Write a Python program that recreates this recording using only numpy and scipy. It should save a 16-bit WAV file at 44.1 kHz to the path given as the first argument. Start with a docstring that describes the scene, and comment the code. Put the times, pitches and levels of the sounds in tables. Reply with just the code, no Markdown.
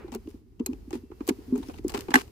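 """Unlocking a scooter seat

Outdoors, a key is worked into the small lock under a scooter seat, turned and drawn out.
The key ticks, rubs and scrapes on the lock, and each push thumps the hollow plastic body.
At the end the catch springs open with a double clack. Low air rumble lies beneath."""
import sys
import numpy as np
from scipy import signal
from scipy.fft import rfft, irfft
from scipy.io import wavfile

SR = 44100
rng = np.random.default_rng(int(sys.argv[2]) if len(sys.argv) > 2 else 0)


def inscribe(sig):
    """Save sig as 16-bit PCM at rate SR to the path in sys.argv[1].

    A 1-D sig is mono; a 2-D sig holds one channel per row.
    Samples are clipped to [-1, 1] before scaling.
    """
    pcm = np.round(np.clip(np.atleast_2d(sig).T, -1, 1) * 32767)
    wavfile.write(sys.argv[1], SR, pcm.astype(np.int16))


N = 102267
TIME = np.arange(N) / SR  # seconds, for the whole scene
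HIT = TIME[:int(.2 * SR)]  # seconds, for one short sound
# In all tables, fade_s is the time to die away by 60 dB, left_db is how much louder the left side is,
# and tilt_db is the treble boost per octave. A level_db compares rows within its own table.


def amp(db):
    """Turn decibels into a gain."""
    return 10 ** (np.asarray(db) / 20)


def unit(x):
    """Scale a sound to an average (rms) level of 1."""
    return x / np.sqrt(np.mean(x ** 2) + 1e-20)


def pan(left_db):
    """Left and right gains that place a sound to one side."""
    return amp(np.array([[left_db], [-left_db]]) / 2)


def at_hz(points, hz):
    """Read between the rows of a (pitch_hz, dB) table."""
    pitches, db = np.transpose(points)
    return np.interp(np.log(hz), np.log(pitches), db)


def add(out, start_s, sound):
    """Mix a sound in at its start time."""
    i = max(int(start_s * SR), 0)
    out[:, i:i + sound.shape[-1]] += sound[..., :max(N - i, 0)]


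def noise(spectrum, size, tilt_db=0, likeness=0, balance=None):
    """Stereo noise shaped by a spectrum; a likeness of 1 makes both sides alike."""
    hz = np.fft.rfftfreq(size, 1 / SR) + 1
    mid, side = rfft(rng.standard_normal((2, size)))
    opposite = np.array([[1], [-1]])
    both = np.sqrt(1 + likeness) * mid + np.sqrt(1 - likeness) * side * opposite
    if balance is not None:
        both = both * amp(at_hz(balance, hz) * opposite / 2)
    colour_db = at_hz(spectrum, hz) + tilt_db * np.log2(np.maximum(hz, 1000))
    return unit(irfft(both * amp(colour_db), size))


def strike(rise_s, fade_s):
    """The loudness of a blow: it rises quickly to 1, then dies away."""
    shape = (1 - np.exp(-(HIT / rise_s) ** 2)) * np.exp(-np.log(1000) * HIT / fade_s)
    return shape / shape.max()


def ring(tones, rise_s, tilt_db, fade_scale=1):
    """Struck metal rings with several tones, whose strengths vary a little with each blow."""
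    out, power = 0, 0
    for hz, db, fade_s, left_db in tones:
        gain = amp(db + tilt_db * np.log2(hz) + 2 * rng.standard_normal())
        wave = np.sin(2 * np.pi * (hz * HIT + rng.random((2, 1))))
        out += gain * pan(left_db) * wave * strike(rise_s, fade_s * fade_scale)
        power += gain ** 2 / 2
    return out / np.sqrt(power)


def echo(sound, spectrum, fade_s, likeness):
    """Blurred reflections: noise that takes up the sound's energy and lets it die away."""
    decay = np.exp(-2 * np.log(1000) / (fade_s * SR))
    power = signal.lfilter([1 - decay], [1, -decay], np.mean(sound ** 2, axis=0) + 1e-18)
    return np.sqrt(power) * noise(spectrum, N, likeness=likeness)


# The tone colour of each background noise: pitch_hz, level_db
RUMBLE_SPECTRUM = [(20, -47), (35, -13.5), (48, 1), (75, -0.5), (100, -4), (160, -16.5), (230, -11),
                   (400, -15), (560, -54.5), (1200, -62), (16000, -81.5)]
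HISS_SPECTRUM = [(150, -1), (300, 13.5), (440, 18.5), (580, 4.5), (850, 5), (1500, -2), (2600, -3),
                 (3600, -6.5), (4800, -4), (8000, -10.5), (15200, -8.5), (16500, -47)]
RUSTLE_SPECTRUM = [(150, -16), (350, 10), (600, -5.5), (900, -3.5), (1600, -9), (2400, -10.5), (3300, -22),
                   (16000, -50)]
# How the rumble and the hiss rise and fall: time_s, level_db
RUMBLE_LEVELS = [(0, -49.5), (.2, -49), (.55, -54), (.75, -46.5), (1.1, -53.5), (1.55, -47), (1.9, -43),
                 (2.15, -48), (2.32, -51.5)]
HISS_LEVELS = [(0, -63.5), (.2, -62), (.35, -61.5), (.44, -72.5), (.59, -70.5), (.72, -60), (.85, -63),
               (.98, -58.5), (1.08, -67), (1.25, -56.5), (1.7, -55), (1.82, -61), (1.98, -44.5),
               (2.08, -54.5), (2.22, -52.5), (2.32, -61)]

def outdoor_air():
    """Low rumble, faint hiss and a soft rustle that dies away at the start."""
    rumble_gain = amp(np.interp(TIME, *np.transpose(RUMBLE_LEVELS)))
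    hiss_gain = amp(np.interp(TIME, *np.transpose(HISS_LEVELS)))
    rustle_gain = amp(-46) * np.exp(-np.log(1000) * TIME / 0.45)
    rumble = rumble_gain * noise(RUMBLE_SPECTRUM, N, likeness=.78)
    hiss = hiss_gain * noise(HISS_SPECTRUM, N, likeness=0.074)
    rustle = rustle_gain * noise(RUSTLE_SPECTRUM, N, likeness=0.47)
    return rumble + hiss + rustle


def thin_tone():
    """A faint, thin tone hangs in the air for a quarter of a second."""
    out = np.zeros((2, N))
    t = TIME[:int(.25 * SR)]
    tone = amp(-79) * signal.windows.tukey(len(t)) * np.sin(2 * np.pi * 2683 * t)
    add(out, start_s=.989, sound=tone)
    return out


# Pushes on the plastic body: start_s, level_db, pitch_hz, fade_s
BODY_THUMPS = [(0.043, -33, 360, 0.032), (.082, -40, 328, 0.089), (0.119, -35, 250, 0.13),
               (0.148, -29, 227, 0.09), (.153, -30.5, 384, 0.042), (0.254, -42.5, 280, 0.056),
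               (.274, -29.5, 307, 0.025), (0.341, -35, 262, 0.029), (0.5993, -19.5, 246, 0.072),
               (0.6022, -28.5, 378, 0.028), (.66, -39.5, 371, 0.3), (0.6868, -24, 257.2, 0.11),
               (0.728, -31.5, 297, 0.027), (0.958, -31.5, 232, 0.054), (0.876, -36.5, 249, 0.035),
               (0.908, -39.5, 336, 0.14), (0.93, -24, 340, 0.037), (.951, -24.5, 285, 0.015),
               (1.034, -35.5, 256, 0.032), (1.102, -37, 285, 0.011), (1.116, -36.5, 357, 0.047),
               (1.206, -25, 285, 0.036), (1.286, -14, 336, 0.021), (1.305, -17, 255, 0.016),
               (1.384, -35.5, 294, 0.04), (1.477, -36, 259, 0.5), (1.523, -15.5, 250, 0.024),
               (1.531, -19.5, 253.3, 0.11), (1.554, -33, 403.6, 0.16), (1.576, -26.5, 254.7, 0.08),
               (1.599, -28, 272, 0.045), (1.685, -30, 288, 0.028), (1.791, -33.5, 301, 0.022),
               (1.8461, -18, 328, 0.021), (1.862, -24.5, 275, 0.019), (1.942, -26, 403.6, 0.11),
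               (1.943, -29.5, 238, 0.063), (1.98, -31, 277, 0.034), (2.084, -25.5, 381, 0.023),
               (2.088, -25.5, 275, 0.01), (2.103, -29.5, 273, 0.048), (2.141, -16, 259.4, 0.11),
               (2.157, -17, 271, 0.039)]
# The tone colour of the hollow inside: pitch_hz, level_db
HOLLOW_SPECTRUM = [(100, -34), (200, -20.5), (250, 11), (300, 0), (400, 12), (470, -4), (580, -43),
                   (1000, -18.5), (1600, -43.5), (8000, -72)]

def body_thumps():
    """Each push rocks the plastic panel for a few cycles; the hollow behind it answers."""
    panel = np.zeros((2, N))
    for start_s, db, hz, fade_s in BODY_THUMPS:
        thump = strike(rise_s=0.0034, fade_s=fade_s) * np.sin(2 * np.pi * hz * HIT)
        add(panel, start_s, amp(db + 2) * thump)
    low_band = signal.butter(2, [195, 580], "band", fs=SR, output="sos")
    panel = signal.sosfilt(low_band, panel + 1e-18)
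    return panel + amp(-8.5) * echo(panel, HOLLOW_SPECTRUM, fade_s=0.1, likeness=.6)


# The tone colour of the lock's housing: pitch_hz, level_db
HOUSING_SPECTRUM = [(250, -14), (460, 1.5), (600, -11), (830, 1.5), (1080, -11), (1350, -14.5), (1700, -24),
                    (2400, -19.5), (3600, -29), (16000, -79)]

def housing_knock():
    """The housing answers a touch with a dull knock."""
    return amp(-3) * noise(HOUSING_SPECTRUM, len(HIT)) * strike(rise_s=0.0019, fade_s=0.06)


# The tone colour of metal touching metal: pitch_hz, level_db
METAL_SPECTRUM = [(300, -10.5), (600, -13.5), (1000, 3.5), (1500, -1.5), (2600, 4), (3400, -1.5), (4500, 1),
                  (7500, -0.5), (11000, -5), (15200, -5.5), (16200, -29)]
# Which side each part of that sound leans to: pitch_hz, left_db
METAL_BALANCE = [(500, 10.5), (1600, -18.5), (3000, 2), (7500, -2.5), (9500, -21.5), (12000, -17.5),
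                 (15000, -10)]
# The tones of the ringing key: pitch_hz, level_db, fade_s, left_db
KEY_TONES = [(2464, -12, 0.039, 24.5), (2870, -16.5, 0.026, 36), (4086, -2, 0.038, 7),
             (4497, -0.5, 0.022, 7.5), (5320, 1, 0.017, 8), (6610, 6.5, 0.017, -4), (7480, -3, 0.025, 15),
             (7740, 6.5, 0.011, 8.5), (8935, 2.5, 0.014, -3.5), (9850, -3.5, .017, -9),
             (10650, -10, 0.013, 15.5), (12200, 5, .022, -2), (14850, 2, 0.024, 2)]
CLICK_RISE_S = 0.00063

def metal_click(tilt_db, fade_s):
    """Metal hits metal: a short crack and the key's brief ring."""
    burst = noise(METAL_SPECTRUM, len(HIT), tilt_db, balance=METAL_BALANCE)
    crack = burst * strike(CLICK_RISE_S, fade_s)
    return crack + amp(-13) * ring(KEY_TONES, CLICK_RISE_S, tilt_db)


# The held key rubs on the lock: start_s, length_s, level_db, pitch_hz, knock_db
KEY_RUBS = [(0.074, 0.017, -63, 3880, -42), (.27, 0.01, -55.5, 2850, -54.5), (0.593, .012, -49, 2800, -48),
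            (0.729, 0.0088, -48.5, 2770, -48), (1.55, 0.018, -51.5, 6800, -36.5),
            (1.625, 0.013, -51.5, 3700, -38.5), (1.68, 0.0143, -50.5, 5550, -65),
            (1.736, 0.014, -52, 2820, -45.5), (1.781, .012, -47.5, 2330, -49.5),
            (1.841, 0.0096, -57.5, 6700, -50)]
# The tone colour of a rub: multiple_of_pitch, level_db
RUB_SPECTRUM = [(.2, 1.5), (.75, -10.5), (1, 4.5), (1.3, -11.5), (2.3, -12), (4, -28)]

def key_rubs():
    """Light rubs swell and fade; each spot the key touches has its own pitch."""
    out = np.zeros((2, N))
    for start_s, length_s, db, hz, knock_db in KEY_RUBS:
        swell = np.sin(np.pi * np.minimum(HIT / length_s, 1)) ** 2
        friction = noise([(hz * multiple, level) for multiple, level in RUB_SPECTRUM], len(HIT))
        add(out, start_s, amp(db) * swell * friction * pan(left_db=9))
        add(out, start_s + length_s / 4, amp(knock_db) * housing_knock())
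    return out


# The key slides on the lock: start_s, length_s, level_db, tilt_db
KEY_SCRAPES = [(0.123, 0.041, -52.5, 1), (0.285, 0.03, -62, 0.5), (0.919, 0.059, -59.5, -0.5),
               (1.275, 0.02, -42, 1), (1.555, 0.17, -58, -1.5), (1.734, 0.062, -59, -2.5),
               (1.887, 0.026, -48, -5), (1.946, 0.0363, -37.5, -8), (1.992, 0.03, -49, -5),
               (2.136, 0.056, -33.5, -8.5), (2.176, 0.044, -41.5, -3.5)]

def key_scrapes():
    """Sliding metal sticks and lets go in many tiny, uneven slips."""
    slips_per_s, slip_s, edge_s = 2000, 0.00051, 0.0036
    out = np.zeros((2, N))
    for start_s, length_s, db, tilt_db in KEY_SCRAPES:
        slips = rng.random(len(HIT)) < slips_per_s / SR
        grit = unit(signal.lfilter([1], [1, -np.exp(-1 / (slip_s * SR))], slips))  # each slip fades
        stroke = np.clip(np.minimum(HIT, length_s - HIT) / edge_s + .5, 0, 1)
        friction = noise(METAL_SPECTRUM, len(HIT), tilt_db, balance=METAL_BALANCE)
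        add(out, start_s, amp(db) * stroke * grit * friction)
    return out * pan(left_db=7)


# The key taps the lock: start_s, tick_db, knock_db, tilt_db, fade_s, left_db
KEY_TICKS = [(.119, -45.5, -42, -1.5, 0.022, 17), (0.1243, -49.5, -39.5, -4, 0.065, 16.5),
             (0.1382, -46, -39, -7, 0.042, 18), (0.1484, -30.5, -34, 0.5, 0.0037, 10),
             (.157, -51, -57, -8, 0.022, 16), (0.9067, -44, -39, -1, 0.0094, 20),
             (.9289, -39.5, -59, -4.5, 0.043, 10.5), (0.9388, -46.5, -41.5, -2.5, 0.11, 8),
             (.953, -44, -43, -4.5, 0.031, 4), (1.115, -54, -49, -12.5, 0.073, -5.5),
             (1.206, -44.5, -42, -16.5, 0.034, -11), (1.268, -42.5, -71, 4.5, 0.027, 11),
             (1.2768, -31, -31, 15, 0.013, 14), (1.289, -23, -37, 0.5, 0.0062, 4.5),
             (1.2922, -22.5, -28.5, -4, 0.025, 3.5), (1.5778, -42.5, -41, 6, 0.012, 11),
             (1.6959, -56, -35, -14, .02, 16), (1.8809, -32, -55, 5.5, 0.018, 8.5),
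             (1.8942, -39, -44, -4.5, 0.022, 14), (1.8976, -38, -66, 3, 0.0085, 19),
             (1.901, -38, -38, 1, 0.021, 5), (1.9193, -40, -41, -1, 0.0092, 8),
             (1.9393, -35.5, -37, -4, 0.047, 10), (1.9447, -32, -24.5, -3.5, 0.049, 9.5),
             (1.975, -37.5, -41, 0, 0.016, 17), (1.9899, -39, -55, -2, 0.008, 13),
             (2.007, -34.5, -52, 2.5, 0.013, 15.5), (2.083, -44, -30.5, -11, 0.019, 8),
             (2.105, -35.5, -51, -4, .045, 9), (2.116, -35.5, -33.5, -16, 0.029, -6),
             (2.278, -52.5, -53.5, -9, 0.013, 12)]

def key_ticks():
    """The key ticks on the slot and its pins, with a dull knock from the housing."""
    out = np.zeros((2, N))
    for start_s, tick_db, knock_db, tilt_db, fade_s, left_db in KEY_TICKS:
        tick = amp(tick_db) * pan(left_db) * metal_click(tilt_db, fade_s)
        add(out, start_s, tick + amp(knock_db) * housing_knock())
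    return out


# The key's tip snaps into the slot: start_s, level_db
KEY_SNAPS = [(.6608, -28), (0.6625, -27)]

def key_snaps():
    """The tip slips in with a thin double snap, mostly the free ring of the blade."""
    out = np.zeros((2, N))
    for start_s, db in KEY_SNAPS:
        click = amp(-5.5) * metal_click(tilt_db=2, fade_s=0.018)
        blade = ring(KEY_TONES, CLICK_RISE_S, tilt_db=2)
        knock = amp(-12.5) * housing_knock()
        add(out, start_s, amp(db) * (blade + click + knock))
    return out * pan(left_db=0.5)


# The catch lets go, then hits its stop: start_s, click_db, plate_db, plate_tilt_db, left_db
CATCH_CLACKS = [(2.1396, -15, -9, 8.5, 2.5), (2.1544, -16.5, -6.5, 14.5, 5)]
# The tones of the lock plate: pitch_hz, level_db, fade_s (shortened by fade_scale below), left_db
PLATE_TONES = [(750, -0.5, 0.073, 2), (847, 2, 0.054, -7), (1101, 2.5, 0.017, -5), (1536, -8, 0.065, -10),
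               (1718, 2, 0.03, 2.5), (1925, -3, 0.012, -11), (2047, -18.5, 0.03, 11), (2600, -37, 0.076, 6),
               (2860, -30, 0.05, -3)]

def catch_clacks():
    """A spring drives the catch, which strikes the lock plate twice and makes it ring."""
    out = np.zeros((2, N))
    for start_s, click_db, plate_db, plate_tilt_db, left_db in CATCH_CLACKS:
        click = amp(click_db) * pan(left_db) * metal_click(tilt_db=-3.2, fade_s=0.036)
        plate = amp(plate_db) * ring(PLATE_TONES, rise_s=0.002, tilt_db=plate_tilt_db, fade_scale=0.77)
        add(out, start_s, click + plate)
    return out


def scene():
    """The lock and plastic body close by, with faint reflections from the seat, in outdoor air."""
    metal = key_ticks() + key_snaps() + key_rubs() + key_scrapes() + catch_clacks()
    reflections = amp(-26) * echo(metal, METAL_SPECTRUM, fade_s=0.19, likeness=0)
    return metal + reflections + body_thumps() + outdoor_air() + thin_tone()


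def record(dry):
    """Round off the loudest peaks and cut the very highest treble."""
    treble_cut = signal.cheby2(16, 60, 16600, fs=SR, output="sos")
    return signal.sosfilt(treble_cut, np.tanh(dry))


dry = scene()
out = record(dry)
inscribe(out)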